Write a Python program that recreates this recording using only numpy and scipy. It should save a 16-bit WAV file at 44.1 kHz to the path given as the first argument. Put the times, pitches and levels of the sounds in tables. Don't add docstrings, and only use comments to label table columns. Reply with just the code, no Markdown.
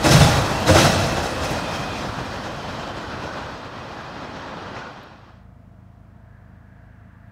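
import sys
import numpy as np
from scipy import signal
from scipy.io import wavfile
from scipy.ndimage import uniform_filter1d

SR = 44100
rng = np.random.default_rng(int(sys.argv[2]) if len(sys.argv) > 2 else 0)


def to_wav(sig):
    pcm = np.clip(np.atleast_2d(sig), -1, 1) * 32767
    pcm = np.round(pcm).astype(np.int16)
    wavfile.write(sys.argv[1], SR, pcm.T)


def volts_from_decibels(level):
    exponent = np.asarray(level, float) / 20
    return 10 ** exponent


N = 322371
TIME_S = np.arange(N) / SR

# frequency_hz, density_db (per Hz)
HISS_COLOUR = [(1530, -30), (2600, -1), (3310, -9), (4640, -8), (5040, -8.5), (13500, -17), (15100, -13.5),
               (15700, -19)]
HISS_DB = -78.5
# start_s, level_db, pitch_hz
BODY_SNAP = (5.0333, -45, 12500)
# first_s, period_s, pair_gap_s, first_db, last_db
LENS_TICKS = (7.113, .0333, .0129, -63, -50)

# multiple_of_cycle, level_db (rms)
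EXHAUST_ORDERS = [(3, -71), (4, -97), (5, -72), (6, -53), (7, -70), (8, -75), (9, -53), (10, -62),
                  (11, -54.5), (12, -53), (13, -58), (14, -60), (15, -58), (16, -67.5), (17, -71),
                  (18, -82), (19, -61), (20, -71), (21, -57.5), (22, -77), (23, -72), (24, -83),
                  (25, -63.5), (26, -77.5), (27, -69), (28, -66), (29, -81), (30, -72.5), (31, -87),
                  (32, -86)]
CYCLE_HZ, FIRST_FIRING = 8.939, 0.104
# frequency_hz, density_db (per Hz)
FAR_COLOUR = [(15, -51), (25, -19), (38, -16), (92, -11), (146, -6), (157, -29), (192, -2), (383, -30),
              (471, -25), (711, -31.5), (874, -25.5), (1620, -31.5), (6000, -64), (7800, -94),
              (13200, -120)]
FAR_DB = -51
# centre_hz, width_hz, gain_db
FAR_PEAKS = [(680, 120, 3.5), (1590, 600, 0.5), (855, 8.6, 2)]
EXHAUST_DB, ROAR_DB, RUSH_DB, RUSH_DB_PER_S = 0.4, 2, 1, 3
FAR_FROM_S, FAR_FULL_S, FAR_BEND = 4.66, 5.37, 1.4
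# start_s, first_hz, last_hz, width_hz, level_db (rms)
FAR_TONES = [
    (4.85, 655, 655, 50, -65),
    (4.9, 703, 703, 16, -69),
    (4.9, 476.4, 478.6, 2.4, -76),
    (4.9, 359.5, 359.7, 3.3, -79.5),
    (4.9, 297, 297, 16.4, -70.5),
    (5.95, 1640, 1660, 230, -64),
]
FAR_TONES_END_S = 7.8

SIDE_M, SPEED_M_S, ABEAM_S = 14.9, 11.12, 0.05
FADE_FROM_S, FADE_DB_PER_S = 4.807, 29.5
FADE_CLOSE_S, FADE_TO_S = 5.31, 5.5
# time_s, level_db
ROUGHNESS = [(0.0, -1), (0.12, 2), (0.24, 1), (0.38, 3), (0.49, -1), (0.72, 1.3), (0.84, 2.5), (0.95, 1),
             (1.16, 0.6), (1.26, -3.5), (1.42, 1), (1.85, 0), (2.3, 0.16), (2.95, 0.4), (3.4, 0.6),
             (3.7, -1), (4.2, 0.4), (4.75, 1.1)]
# frequency_hz, density_db (per Hz)
ROLL_COLOUR = [(15, -36.5), (25, -8.5), (44, -3), (92, 0), (293, -3), (394, -6), (607, -3), (1440, -9),
               (2160, -15.5), (2480, -19.5), (2910, -18), (3160, -18.5), (4870, -20.5), (14800, -54.5),
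               (16000, -45)]
# centre_hz, width_hz, gain_db
ROLL_PEAKS = [(95.2, 36, 1), (280, 41, 0.5), (602, 250, -0.5), (1510, 60, 0), (2515, 90, 5.5),
              (3200, 150, 2.5), (4100, 100, 1.5), (2206, 190, -5.5), (406, 74, -2.5)]
# frequency_hz, abeam_db, ground_and_air_loss_db_per_m
ROLL_WAY = [(65, -28, 0.21), (200, -31.5, 0.03), (650, -30.5, 0.064), (1100, -31.5, -0.0267),
            (3600, -32, 0.06), (5910, -30, 0.2), (9000, -24, .6), (13020, -22, 0.4)]
# start_s, end_s, first_hz, last_hz, level_db (rms)
SQUEALS = [(.4, 0.62, 3470, 3460, -65), (0.52, 0.66, 2710, 2700, -38.5), (0.749, 1.5, 2700, 2550, -43.5),
           (2.2, 3.34, 3136, 3010, -55), (.93, 1.15, 4160, 4140, -43), (1.38, 2.104, 2525, 2470, -44),
           (1.45, 2.1, 3180, 3210, -49), (1.605, 1.762, 3550, 3600, -50), (1.8, 2.091, 3530, 3470, -51),
           (1.82, 2.089, 3840, 3870, -53), (1.1, 1.36, 8650, 9612, -57.5), (0.326, 0.33, 9200, 8600, -43),
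           (.58, .64, 13600, 13400, -58), (2.85, 3.598, 1506, 1500, -44), (2.902, 3.5, 2440, 2450, -61),
           (4.721, 4.923, 1440, 1455, -42.5)]
# pitch_hz, width_hz
SQUEAL_WIDTHS = [(1450, 55), (2550, 80), (3300, 19), (9000, 49), (13500, 100)]
# start_s, pitch_hz, level_db, t60_s
PINGS = [(.040, 318, -11, .3), (.042, 590, -10, .16), (.677, 312, -9, .16), (.682, 520, -11, .3),
         (.752, 332, -10, .2), (.10, 125, -10, .4), (.135, 150, -9, .4), (.178, 118, -8, .3),
         (.195, 5400, -29, .15), (.209, 3535, -19, .3), (.305, 95, -15, .35), (.69, 90, -10, .5),
         (.70, 3740, -27, .1), (.765, 155, -12, .3), (.785, 100, -11, .5), (.84, 150, -12, .3),
         (.85, 690, -15, .2), (.95, 95, -16, .4), (.045, 10700, -34, .1), (.20, 810, -17, .3),
         (.77, 1340, -19, .15), (.265, 830, -19, .4), (.358, 120, -14, .2)]
# start_s, level_db (rms at the start), lowest_hz, t60_s
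KNOCKS = [(0.047, -15, 200, 0.19), (0.117, -12.5, 170, 0.061), (0.147, -15, 170, 0.11),
          (0.206, -18, 160, 0.048), (.688, -12, 185, 0.08), (0.764, -11.5, 210, 0.07), (.785, -17, 400, .1),
          (.852, -6, 160, 0.043), (1.17, -30.5, 190, 0.042), (1.44, -38, 5000, .08),
          (1.505, -38, 8000, 0.065), (1.511, -17.5, 90, 0.072), (4.762, -30.5, 250, .14)]
KNOCK_SPAN = 9
# start_s, peak_db, thud_db, rattle_db (the last two relative to the peak)
AXLES = [(0.047, -0.5, -12, -12), (0.089, -18.5, -2.5, -7.5), (0.123, -2.5, -4, -10.5),
         (0.203, -4, -3.5, -13.5), (0.682, 1.5, -11.5, -14.5), (0.755, 1.5, -19.5, -17.5),
         (0.784, -19, -14.5, 2.5), (0.845, -10, -7.5, -12), (0.999, -21, -5, -10), (1.168, -13, -21, -25),
         (1.238, -13, -25, -15), (1.437, -15, -19, -10), (1.509, -22, -27, -15), (1.74, -25.5, -15, -4.5),
         (1.96, -32, -15, -3), (2.449, -22, -9, -18), (3.239, -17, -17, -19.5), (4.34, -36.5, -12, -5),
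         (4.664, -31, -8, -20), (4.759, -30, -19, -10)]
# frequency_hz, density_db (per Hz)
BLOW_COLOUR = [(15, -52.5), (25, -17), (89, 1), (153, 3), (212, -6), (326, -11.5), (427, -14.5), (516, -12),
               (659, -8.5), (988, -20.5), (1480, -23), (2280, -25.5), (5430, -27.5), (10400, -41.5),
               (16000, -53)]
# frequency_hz,
# rise_s, t60_s, lead_s
BLOW_SHAPE = [(100, 0.0068, 0.21, .012), (397, 0.0075, 0.17, 0.011), (1200, .008, 0.14, .01),
              (4000, 0.013, 0.13, 0.027), (12000, 0.00594, 0.32, 0.014)]
# centre_hz, width_hz, gain_db
STEEL_PEAKS = [(826, 22, 4), (1170, 82, 2), (1395, 236, 8.5), (1932, 60, 6), (2640, 91, 6.5),
               (3280, 50, 5.5), (3870, 58, 8), (4240, 48, 5), (4610, 62, -2), (5250, 110, 3.5),
               (5400, 50, 5.5), (5800, 62, 4), (6190, 60, 6.5)]
ECHO_DB, ECHO_T60_S = -9, 1.204
TOP_DB, TOP_AIR_DB_PER_M = -9.5, 0.6


def rms_one(x):
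    return x / np.sqrt(np.mean(x ** 2) + 1e-20)


def at_hz(points, hz, axis=1):
    points = np.array(points)
    return np.interp(np.log(hz), np.log(points[:, 0]), points[:, axis])


def fade(from_s, to_s, bend):
    return np.clip((TIME_S - from_s) / (to_s - from_s), 0, 1) ** bend


def drift(rate_hz):
    r = np.exp(-2 * np.pi * rate_hz * 40 / SR)
    white = rng.standard_normal(N // 40 + 2002)
    slow = signal.lfilter([1], [1, -2 * r, r * r], white)[2000:]
    return np.interp(np.arange(N) / 40, np.arange(len(slow)), rms_one(slow))


def ring(clicks, hz, t60):
    r, w = volts_from_decibels(-60 / (t60 * SR)), 2 * np.pi * hz / SR
    return signal.lfilter([0, np.sin(w)], [1, -2 * r * np.cos(w), r * r], clicks + 1e-18)


def fall(clicks, t60):
    return signal.lfilter([1], [1, -volts_from_decibels(-60 / (t60 * SR))], clicks + 1e-18)


def resonate(x, peaks):
    for hz, width_hz, db in peaks:
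        r = np.exp(-np.pi * width_hz / SR)
        poles = [1, -2 * r * np.cos(2 * np.pi * hz / SR), r * r]
        top = signal.lfilter([(1 - r * r) / 2, 0, (r * r - 1) / 2], poles, x)
        x = x + (volts_from_decibels(db) - 1) * top
    return x


def noise_bands(low_hz=0, high_hz=20000):
    edges = 22 * 2 ** np.arange(0, 9.7, 1 / 4)
    white = rng.standard_normal((2, N + SR // 4))
    for k, (low, high) in enumerate(zip(edges, edges[1:])):
        if low_hz < low < high_hz:
            bandpass = signal.butter(2, [low, high], "band", fs=SR, output="sos")
            band = signal.sosfilt(bandpass, white[k % 2])
            yield np.sqrt(low * high), band[-N:]


def wandering_tones(rows, steady):
    out = np.zeros(N + SR)
    for start, end, first_hz, last_hz, width_hz, db in rows:
        constant = steady * np.exp(2j * drift(width_hz / 8))
        wander = drift(width_hz) + 1j * drift(width_hz) + constant
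        i = np.arange(int(start * SR), int(end * SR))
        phase = 2 * np.pi * np.cumsum(np.linspace(first_hz, last_hz, len(i))) / SR
        tone = np.real(wander[i % N] * np.exp(1j * phase))
        out[i] += volts_from_decibels(db) * signal.windows.tukey(len(i), 0.45) * tone
    return out[:N]


def night_hiss():
    hiss = sum(volts_from_decibels(at_hz(HISS_COLOUR, hz)) * band for hz, band in noise_bands(low_hz=2700))
    return volts_from_decibels(HISS_DB) * resonate(rms_one(hiss), [(15050, 120, 5.6)])


def camera():
    snap, ticks = np.zeros(N), np.zeros(N)
    snap_s, snap_db, snap_hz = BODY_SNAP
    snap[round(snap_s * SR)] = volts_from_decibels(snap_db)
    first_s, period_s, gap_s, first_db, last_db = LENS_TICKS
    at_s = first_s + period_s * np.arange(6)
    for times in (at_s, at_s + gap_s):
        ticks[(times * SR).astype(int)] = volts_from_decibels(np.linspace(first_db, last_db, 6))
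    highpass = signal.butter(4, 10000, "high", fs=SR, output="sos")
    return ring(snap, snap_hz, 0.003) + signal.sosfilt(highpass, ticks)


def exhaust():
    phase = 2 * np.pi * (CYCLE_HZ * TIME_S - FIRST_FIRING) + 0.012 * drift(0.52)
    uneven_leads = rng.normal(1.7, 0.4, len(EXHAUST_ORDERS))
    out = 0
    for (k, db), lead in zip(EXHAUST_ORDERS, uneven_leads):
        k = round(k)
        silencer_lag = 1.7 * (6 / max(k, 6)) ** 6
        offset = lead if k % 3 else -silencer_lag
        height = np.sqrt(2) * volts_from_decibels(db + 1.64 * drift(4.7))
        out = out + height * np.sin(k * phase + 0.23 * drift(4) + offset)
    return volts_from_decibels(EXHAUST_DB) * out


def engine_roar():
    rush_db = RUSH_DB + RUSH_DB_PER_S * (TIME_S - FAR_FULL_S)
    rush_share = [(900, 0), (1650, 1), (3000, 0.4)]
    under_exhaust = [(45, 0), (60, -10), (110, -9), (240, -8), (330, 2.5)]
    roar = 0
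    for hz, band in noise_bands(high_hz=7000):
        level_db = ROAR_DB + at_hz(rush_share, hz) * (rush_db - ROAR_DB)
        colour_db = at_hz(FAR_COLOUR, hz) + at_hz(under_exhaust, hz)
        roar = roar + volts_from_decibels(colour_db + level_db + 0.84 * drift(4.3)) * band
    return volts_from_decibels(FAR_DB + 26) * resonate(roar, FAR_PEAKS)


def locomotive():
    return fade(FAR_FROM_S, FAR_FULL_S, FAR_BEND) * (exhaust() + engine_roar())


def far_fans():
    rows = [(start, FAR_TONES_END_S, *rest) for start, *rest in FAR_TONES]
    return wandering_tones(rows, steady=0.77)


def distance(s):
    return np.hypot(SIDE_M, SPEED_M_S * (np.asarray(s) - ABEAM_S))


def rolling():
    rough_s, rough_db = np.transpose(ROUGHNESS)
    roughness = volts_from_decibels(np.interp(TIME_S, rough_s, rough_db))
    away_m = distance(TIME_S)
    together, out = drift(14), 0
    for hz, band in noise_bands():
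        way_db = at_hz(ROLL_WAY, hz) - at_hz(ROLL_WAY, hz, axis=2) * (away_m - SIDE_M)
        flicker_db = 0.9 * together + 0.62 * drift(9.9)
        out = out + volts_from_decibels(25 + at_hz(ROLL_COLOUR, hz) + way_db + flicker_db) * band
    return resonate(roughness * SIDE_M / away_m * out, ROLL_PEAKS)


def singing_wheels():
    rows = [(start, end, first_hz, last_hz, at_hz(SQUEAL_WIDTHS, first_hz), db)
            for start, end, first_hz, last_hz, db in SQUEALS]
    return volts_from_decibels(-0.5) * wandering_tones(rows, steady=0.9)


def pings():
    out, t = np.zeros(N), np.arange(SR) / SR
    for s, hz, db, t60 in PINGS:
        envelope = volts_from_decibels(db - 60 * t / t60) * (1 - np.exp(-t / 0.0062))
        tone = envelope * np.sin(2 * np.pi * hz * t + rng.uniform(0, 2 * np.pi))
        out[int(s * SR):int(s * SR) + SR] += tone
    return out


def knocks():
    out, t = np.zeros(N), np.arange(SR // 4) / SR
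    for s, db, low_hz, t60 in KNOCKS:
        high_hz = min(KNOCK_SPAN * low_hz, 15000)
        bandpass = signal.butter(3, [low_hz, high_hz], "band", fs=SR, output="sos")
        noise = rms_one(signal.sosfilt(bandpass, rng.standard_normal(len(t))))
        burst = noise * (1 - np.exp(-t / 0.0028))
        out[int(s * SR):int(s * SR) + len(t)] += volts_from_decibels(db - 60 * t / t60) * burst
    return out


def axle_clicks(db):
    clicks = np.zeros(N)
    clicks[(np.array(AXLES)[:, 0] * SR).astype(int)] = volts_from_decibels(db)
    return clicks


def clatter():
    s, peak_db, thud_db, rattle_db = np.transpose(AXLES)
    top_db = rattle_db + TOP_DB - TOP_AIR_DB_PER_M * (distance(s) - SIDE_M)
    usual_gap = [(150, 5), (350, 0), (1200, 0), (2500, 15), (6000, 15), (9000, 26)]
    shake, out = volts_from_decibels(0.73 * drift(60)), 0
    for hz, band in noise_bands():
        own_db = []
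        for low, mid, top in zip(thud_db, rattle_db, top_db):
            blow_colour = [(150, low), (350, 0), (1200, 0), (2500, mid), (6000, mid), (9000, top)]
            own_db.append(at_hz(blow_colour, hz))
        hits = axle_clicks(peak_db + own_db + at_hz(usual_gap, hz))
        hits = np.roll(hits, -int(at_hz(BLOW_SHAPE, hz, axis=3) * SR))
        dying = fall(hits, at_hz(BLOW_SHAPE, hz, axis=2)) + volts_from_decibels(ECHO_DB) * fall(hits, ECHO_T60_S)
        keep = np.exp(-1 / (at_hz(BLOW_SHAPE, hz) * SR))
        swell = signal.lfilter([(1 - keep) ** 2], [1, -2 * keep, keep * keep], dying)
        out = out + volts_from_decibels(at_hz(BLOW_COLOUR, hz) + 1.0 * drift(25)) * swell * band
    return volts_from_decibels(11) * shake * resonate(out, STEEL_PEAKS)


def jingle(shaken):
    out = 0
    for hz in np.geomspace(2200, 14500, 48) * rng.uniform(1.0, 1.03, 48):
        bandpass = signal.butter(2, [hz * 0.92, hz * 1.1], "band", fs=SR, output="sos")
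        band = signal.sosfilt(bandpass, shaken)
        shaking = np.sqrt(uniform_filter1d(band ** 2, size=1300) + 1e-20)
        touches = (rng.random(N) < 13 / SR) * rng.uniform(0.3, 1, N)
        level_db = at_hz([(5000, 0.1), (9000, 5.5)], hz)
        t60 = at_hz([(5000, 0.12), (9000, 0.06)], hz)
        out = out + volts_from_decibels(level_db) * ring(touches * shaking, hz, t60)
    return volts_from_decibels(-1.0) * out


def train():
    shaken = rolling() + clatter()
    near = shaken + jingle(shaken) + knocks() + pings() + singing_wheels()
    weakening = volts_from_decibels(-FADE_DB_PER_S * np.maximum(TIME_S - FADE_FROM_S, 0))
    return fade(FADE_TO_S, FADE_CLOSE_S, 0.88) * weakening * near


def scene():
    mono = night_hiss() + camera() + locomotive() + far_fans() + train()
    return np.array([mono, mono])


def roll_off(x):
    return signal.sosfilt(signal.butter(12, 16390, fs=SR, output="sos"), x)


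def record(dry):
    highpass = signal.butter(2, 42, "high", fs=SR, output="sos")
    lowpass = signal.ellip(12, 0.5, 70, 15720, fs=SR, output="sos")
    x = signal.sosfilt(highpass, dry)
    rounded = 1.1 * np.tanh(x / 1.1)
    mix = signal.sosfilt(lowpass, rounded)
    return roll_off(mix)


dry = scene()
out = record(dry)
to_wav(out)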